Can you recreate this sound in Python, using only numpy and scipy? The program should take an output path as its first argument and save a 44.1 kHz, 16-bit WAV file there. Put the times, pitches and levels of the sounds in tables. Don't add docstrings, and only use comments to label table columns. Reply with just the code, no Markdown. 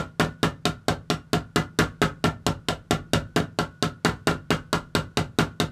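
import sys
import numpy as np
from scipy import signal
from scipy.fft import rfft, irfft
from scipy.io import wavfile

SR = 44100
rng = np.random.default_rng(int(sys.argv[2]) if len(sys.argv) > 2 else 0)


def waveform_to_disk(signal):
    frames = np.transpose(np.atleast_2d(signal))
    scaled = np.clip(frames, -1, 1) * 32767
    samples = np.round(scaled).astype(np.int16)
    wavfile.write(sys.argv[1], SR, samples)


N = 251935
T = np.arange(SR // 2) / SR
CONTACT_HZ = 3710


# (time [s], weight of swing [dB], extra blade ring [dB], squareness of hit [dB])
HAMMER_BLOWS = [(-.034, 0.5, 0.5, 2.5), (.1971, 5, 0.5, -5), (0.4304, 4, -1, -5), (0.6542, -3, -2, 0),
                (.883, -4.5, -0.5, 1), (1.1011, -2.5, -4.5, -4), (1.3316, 3.5, -5.5, -4),
                (1.5599, 4, 1, -1.5), (1.7886, 7, 2.5, 2), (2.017, 4.5, 2.5, -3), (2.241, 5.5, -4.5, -5.5),
                (2.4655, -2.5, -4.5, 1), (2.6855, -14, 0, -3), (2.9091, -2, -1, 2), (3.1341, -1, -0.5, 1.5),
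                (3.3616, 5, -1.5, -2.5), (3.588, -4.5, 1, -6), (3.8256, -3.5, -.5, -3),
                (4.0483, 4, 2, -0.5), (4.2716, 3, 1.5, -1.5), (4.5053, 2.5, 1.5, -5.5),
                (4.7295, -2, 0.5, -2.5), (4.951, -5, 2, -1), (5.172, -4, -2, -1.5), (5.387, 6.5, -0.5, -1),
                (5.6005, -1.5, -3.5, -1.5)]
# (time [s], level [dB])
HAMMER_REBOUNDS = [(.2475, -10), (3.401, -9), (4.0955, -10), (4.313, -8)]
def hammering(lead_s):
    steel, thumps = np.zeros((2, round(lead_s * SR) + N))
    for s, weight_db, extra_ring_db, square_db in HAMMER_BLOWS:
        metal, thump = blow(weight_db, extra_ring_db, square_db)
        add(steel, lead_s + s, metal)
        add(thumps, lead_s + s, thump)
    for s, db in HAMMER_REBOUNDS:
        add(steel, lead_s + s, undb(db) * crack(bright_db=-9, ring_hz=CONTACT_HZ))
        add(thumps, lead_s + s, undb(db) * bench(thump_db=-2.5, knock_db=-8))
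    return steel, thumps


def blow(weight_db, extra_ring_db, square_db):
    hit_db = -2.8 - .19 * weight_db + .32 * square_db
    bright_db = -3.5 + square_db - hit_db
    contact_hz = CONTACT_HZ * np.exp(.02 * rng.standard_normal())
    strike = undb(8 + hit_db) * (crack(bright_db, contact_hz) + head())
    rattle = blade(ring_db=4.5 + .24 * weight_db + extra_ring_db,
                   clatter_db=-1.75 + 1.2 * weight_db,
                   peak_s=.008 * np.exp(.02 * weight_db))
    thump = bench(thump_db=-2.92 + .42 * weight_db, knock_db=-3.5 - .05 * weight_db)
    return strike + rattle, thump


# (frequency [Hz], relative level [dB])
CRACK_COLOUR = [(300, -1.5), (600, 3.5), (1100, -3.5), (1500, -9.5), (2000, -10), (2700, -6.5), (3300, -5),
                (3900, 0), (4700, -5), (5700, -8), (7400, -6.5), (9000, -15), (12000, -16.5), (15500, -28)]
def crack(bright_db, ring_hz, tick_db=-11, note_db=-12):
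    burst = unit(noise() * fade(t60=.018))
    tick = undb(tick_db) * unit(noise() * fade(t60=.0024))
    note = undb(note_db) * unit(ring(ring_hz, t60=.028))
    impact = unit(colour(burst + tick, CRACK_COLOUR))
    return colour(impact, [(3500, .038), (7500, bright_db)]) + note


# (frequency [Hz], level [dB], t60 [s])
HEAD_MODES = [(2046, -23, 0.099), (2525, -19, 0.028), (2835, -18, 0.06), (3110, -22.5, .05),
              (3750, -21, 0.097), (4260, -25.5, 0.087), (4604, -16.5, 0.047), (5470, -20.5, 0.1),
              (7840, -26.5, 0.14), (8330, -29, .03), (11900, -37.5, 0.089)]
def head():
    modes = vary(HEAD_MODES, detune=.0025, scatter_db=3)
    return sum(undb(db) * unit(ring(hz, t60)) for hz, db, t60 in modes)


# (frequency [Hz], relative level [dB], t60 [s])
BLADE_MODES = [(1110, -13.5, 0.29), (1203, -10, 0.068), (1253, -17, 0.23), (1348, -4.5, 0.13),
               (1388.4, 3, 0.057), (1405, -10.5, 0.32), (1440, -8, 0.32), (1470, -18.5, 1),
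               (1555, 3, 0.023), (1700, -12, 0.046), (1995, -7, 0.11), (2377, -28.5, .04),
               (2838, -4.5, 0.095), (3190, -13, .08)]
# (frequency [Hz], relative level [dB])
CLATTER_COLOUR = [(300, -8.5), (700, 9.5), (1100, -2.5), (1420, 7.5), (1750, 8), (2200, 1.5), (3000, -0.5),
                  (5000, -11.5), (8000, -17.5), (15000, -22)]
def blade(ring_db, clatter_db, peak_s):
    contacts = chatter(peak_s)
    modes = vary(BLADE_MODES, detune=.007, scatter_db=2)
    ringing = sum(undb(db) * unit(through(contacts, ring(hz, t60))) for hz, db, t60 in modes)
    grit = through(contacts, fade(t60=.007)) * noise()
    return undb(ring_db) * unit(ringing) + undb(clatter_db) * unit(colour(grit, CLATTER_COLOUR))


def chatter(peak_s, gap_s=.002, scatter_db=4, count=26):
    spacing, strength = rng.random((count, 2)).T
    times = np.cumsum(gap_s * (.5 + spacing))
    age = times / peak_s
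    sizes = age ** 2 * np.exp(-2 * age) * undb(scatter_db * (2 * strength - 1))
    contacts = np.zeros(len(T))
    contacts[(times * SR).astype(int)] = sizes * (-1) ** np.arange(count)
    contacts[0] = .07
    return contacts


# (frequency [Hz], level [dB], t60 before the cap [s])
BENCH_MODES = [(67.7, -31.5, 0.3), (105, -42.5, 0.34), (140.5, -37.5, 0.6), (248.5, -33, 0.13),
               (251.2, -30, 0.28), (292.2, -21.5, 0.2), (346, -22.5, 0.16), (423, -18.5, 0.1),
               (430.7, -32, .22), (511, -29.5, 0.076), (564, -35, 0.11), (612.3, -23.5, 0.13),
               (663.7, -27, 0.067), (710, -27, 0.097), (890, -42, 0.084), (963, -37, 0.044),
               (1059, -25, 0.087)]
# (frequency [Hz], level [dB], t60 [s])
LEG_MODES = [(92.5, -25, 0.082), (252, -10.5, 0.011)]
# (frequency [Hz], gain [dB])
THUMP_COLOUR = [(20, -32), (38, -29.5), (60, -6.5), (80, -9.5), (105, 3), (200, 3.5), (400, 2)]
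def bench(thump_db, knock_db, split_hz=480, max_t60=.5, wall_s=.012395, leg_s=.0402):
    body = np.zeros(len(T))
    for hz, db, t60 in vary(BENCH_MODES, detune=.0094, scatter_db=.7):
        drive_db = thump_db if hz < split_hz else knock_db
        body += undb(db + drive_db) * ring(hz, min(t60, max_t60))
    add(body, wall_s, .3 * body)
    leg = sum(undb(db + thump_db) * ring(hz, t60) for hz, db, t60 in LEG_MODES)
    add(body, leg_s, -leg)
    swell = 1 - np.exp(-T / .022)
    boom = undb(thump_db - 9) * ring(hz=164.3, t60=.2) * swell
    return colour(body, THUMP_COLOUR) + boom


# (frequency [Hz], relative level [dB], t60 [s])
WORKSHOP_DECAY = [(108, 12, 0.47), (324, -2, 0.34), (720, 11.5, 0.17), (1426, 1.5, 0.21), (3060, -3, 0.19),
                  (6340, -9.5, 0.17), (9600, -1.5, 0.11), (13900, -3.5, 0.058)]
def workshop(build_s=.013, bands=16):
    hz, db, t60 = np.transpose(WORKSHOP_DECAY)
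    log_hz = np.log(hz)
    grid = np.log(np.maximum(np.fft.rfftfreq(len(T), 1 / SR), 1))
    centres = np.linspace(log_hz[0], log_hz[-1], bands)
    spectrum, tail = rfft(noise()), 0
    for centre, share in zip(centres, np.eye(bands)):
        band = irfft(spectrum * np.interp(grid, centres, share), len(T))
        gain = undb(np.interp(centre, log_hz, db))
        tail += band * gain * fade(np.interp(centre, log_hz, t60))
    return unit(tail * build_up(build_s))


# (frequency [Hz], relative level [dB])
WASH_COLOUR = [(1200, -16), (2000, -1), (3000, 2.5), (4200, -1.5), (5500, -5.5), (8000, -8), (9500, -14.5),
               (12000, -20), (15500, -26)]
def treble_wash(steel, from_hz=2000, level_db=-8.5):
    treble = highpass(steel, from_hz)
    decay = unit(fade(t60=.14) * build_up(.0082))
    envelope = np.sqrt(np.abs(through(treble ** 2, decay ** 2)))
    return undb(level_db) * envelope * hiss(len(steel), WASH_COLOUR)


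# (frequency [Hz], relative spectral density [dB])
AIR_COLOUR = [(25, -20), (60, -3), (160, 1), (300, -12), (800, -21), (1400, -18), (2200, -29), (5000, -33),
              (10000, -39), (15000, -49)]
def still_air(level_db=-58):
    return undb(level_db) * hiss(N, AIR_COLOUR)


def undb(db):
    return 10 ** (np.asarray(db) / 20)


def unit(x):
    return x / np.sqrt(np.sum(x ** 2) + 1e-18)


def fade(t60):
    return np.exp(-np.log(1000) * T / t60)


def build_up(rise_s):
    return 1 - np.exp(-(T / rise_s) ** 2)


def ring(hz, t60):
    return np.sin(2 * np.pi * hz * T) * fade(t60)


def vary(modes, detune, scatter_db):
    return [(hz * (1 + rng.normal(0, detune)), db + rng.normal(0, scatter_db), t60)
            for hz, db, t60 in modes]


def noise():
    return rng.standard_normal(len(T))


def hiss(length, curve):
    return np.sqrt(length) * unit(colour(rng.standard_normal(length), curve))


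def through(x, response):
    return signal.fftconvolve(x, response)[:len(x)]


def highpass(x, hz):
    return signal.sosfilt(signal.butter(2, hz, "highpass", fs=SR, output="sos"), x)


def colour(x, curve, size=4096):
    hz, db = np.transpose(curve)
    grid = np.maximum(np.fft.rfftfreq(size, 1 / SR), 1)
    gain = undb(np.interp(np.log(grid), np.log(hz), db))
    cepstrum = irfft(np.log(gain))
    cepstrum[1:size // 2] *= 2
    cepstrum[size // 2 + 1:] = 0
    return through(x, irfft(np.exp(rfft(cepstrum))))


def add(out, s, x):
    i = round(s * SR)
    out[i:i + len(x)] += x[:max(len(out) - i, 0)]


def scene(steel_wet_db=-8.5, bench_wet_db=-22, lead_s=.1):
    steel, thumps = hammering(lead_s)
    room = through(undb(steel_wet_db) * steel + undb(bench_wet_db) * thumps, workshop())
    air = still_air()
    work = steel + thumps + room + treble_wash(steel)
    return np.tile(work[round(lead_s * SR):] + air, (2, 1))


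def record(dry, ceiling=.58, bottom_hz=42, top_hz=15350):
    rounded = ceiling * np.tanh(dry / ceiling)
    top_cut = signal.ellip(10, .2, 70, top_hz, fs=SR, output="sos")
    return signal.sosfilt(top_cut, highpass(rounded, bottom_hz))


dry = scene()
out = record(dry)
waveform_to_disk(out)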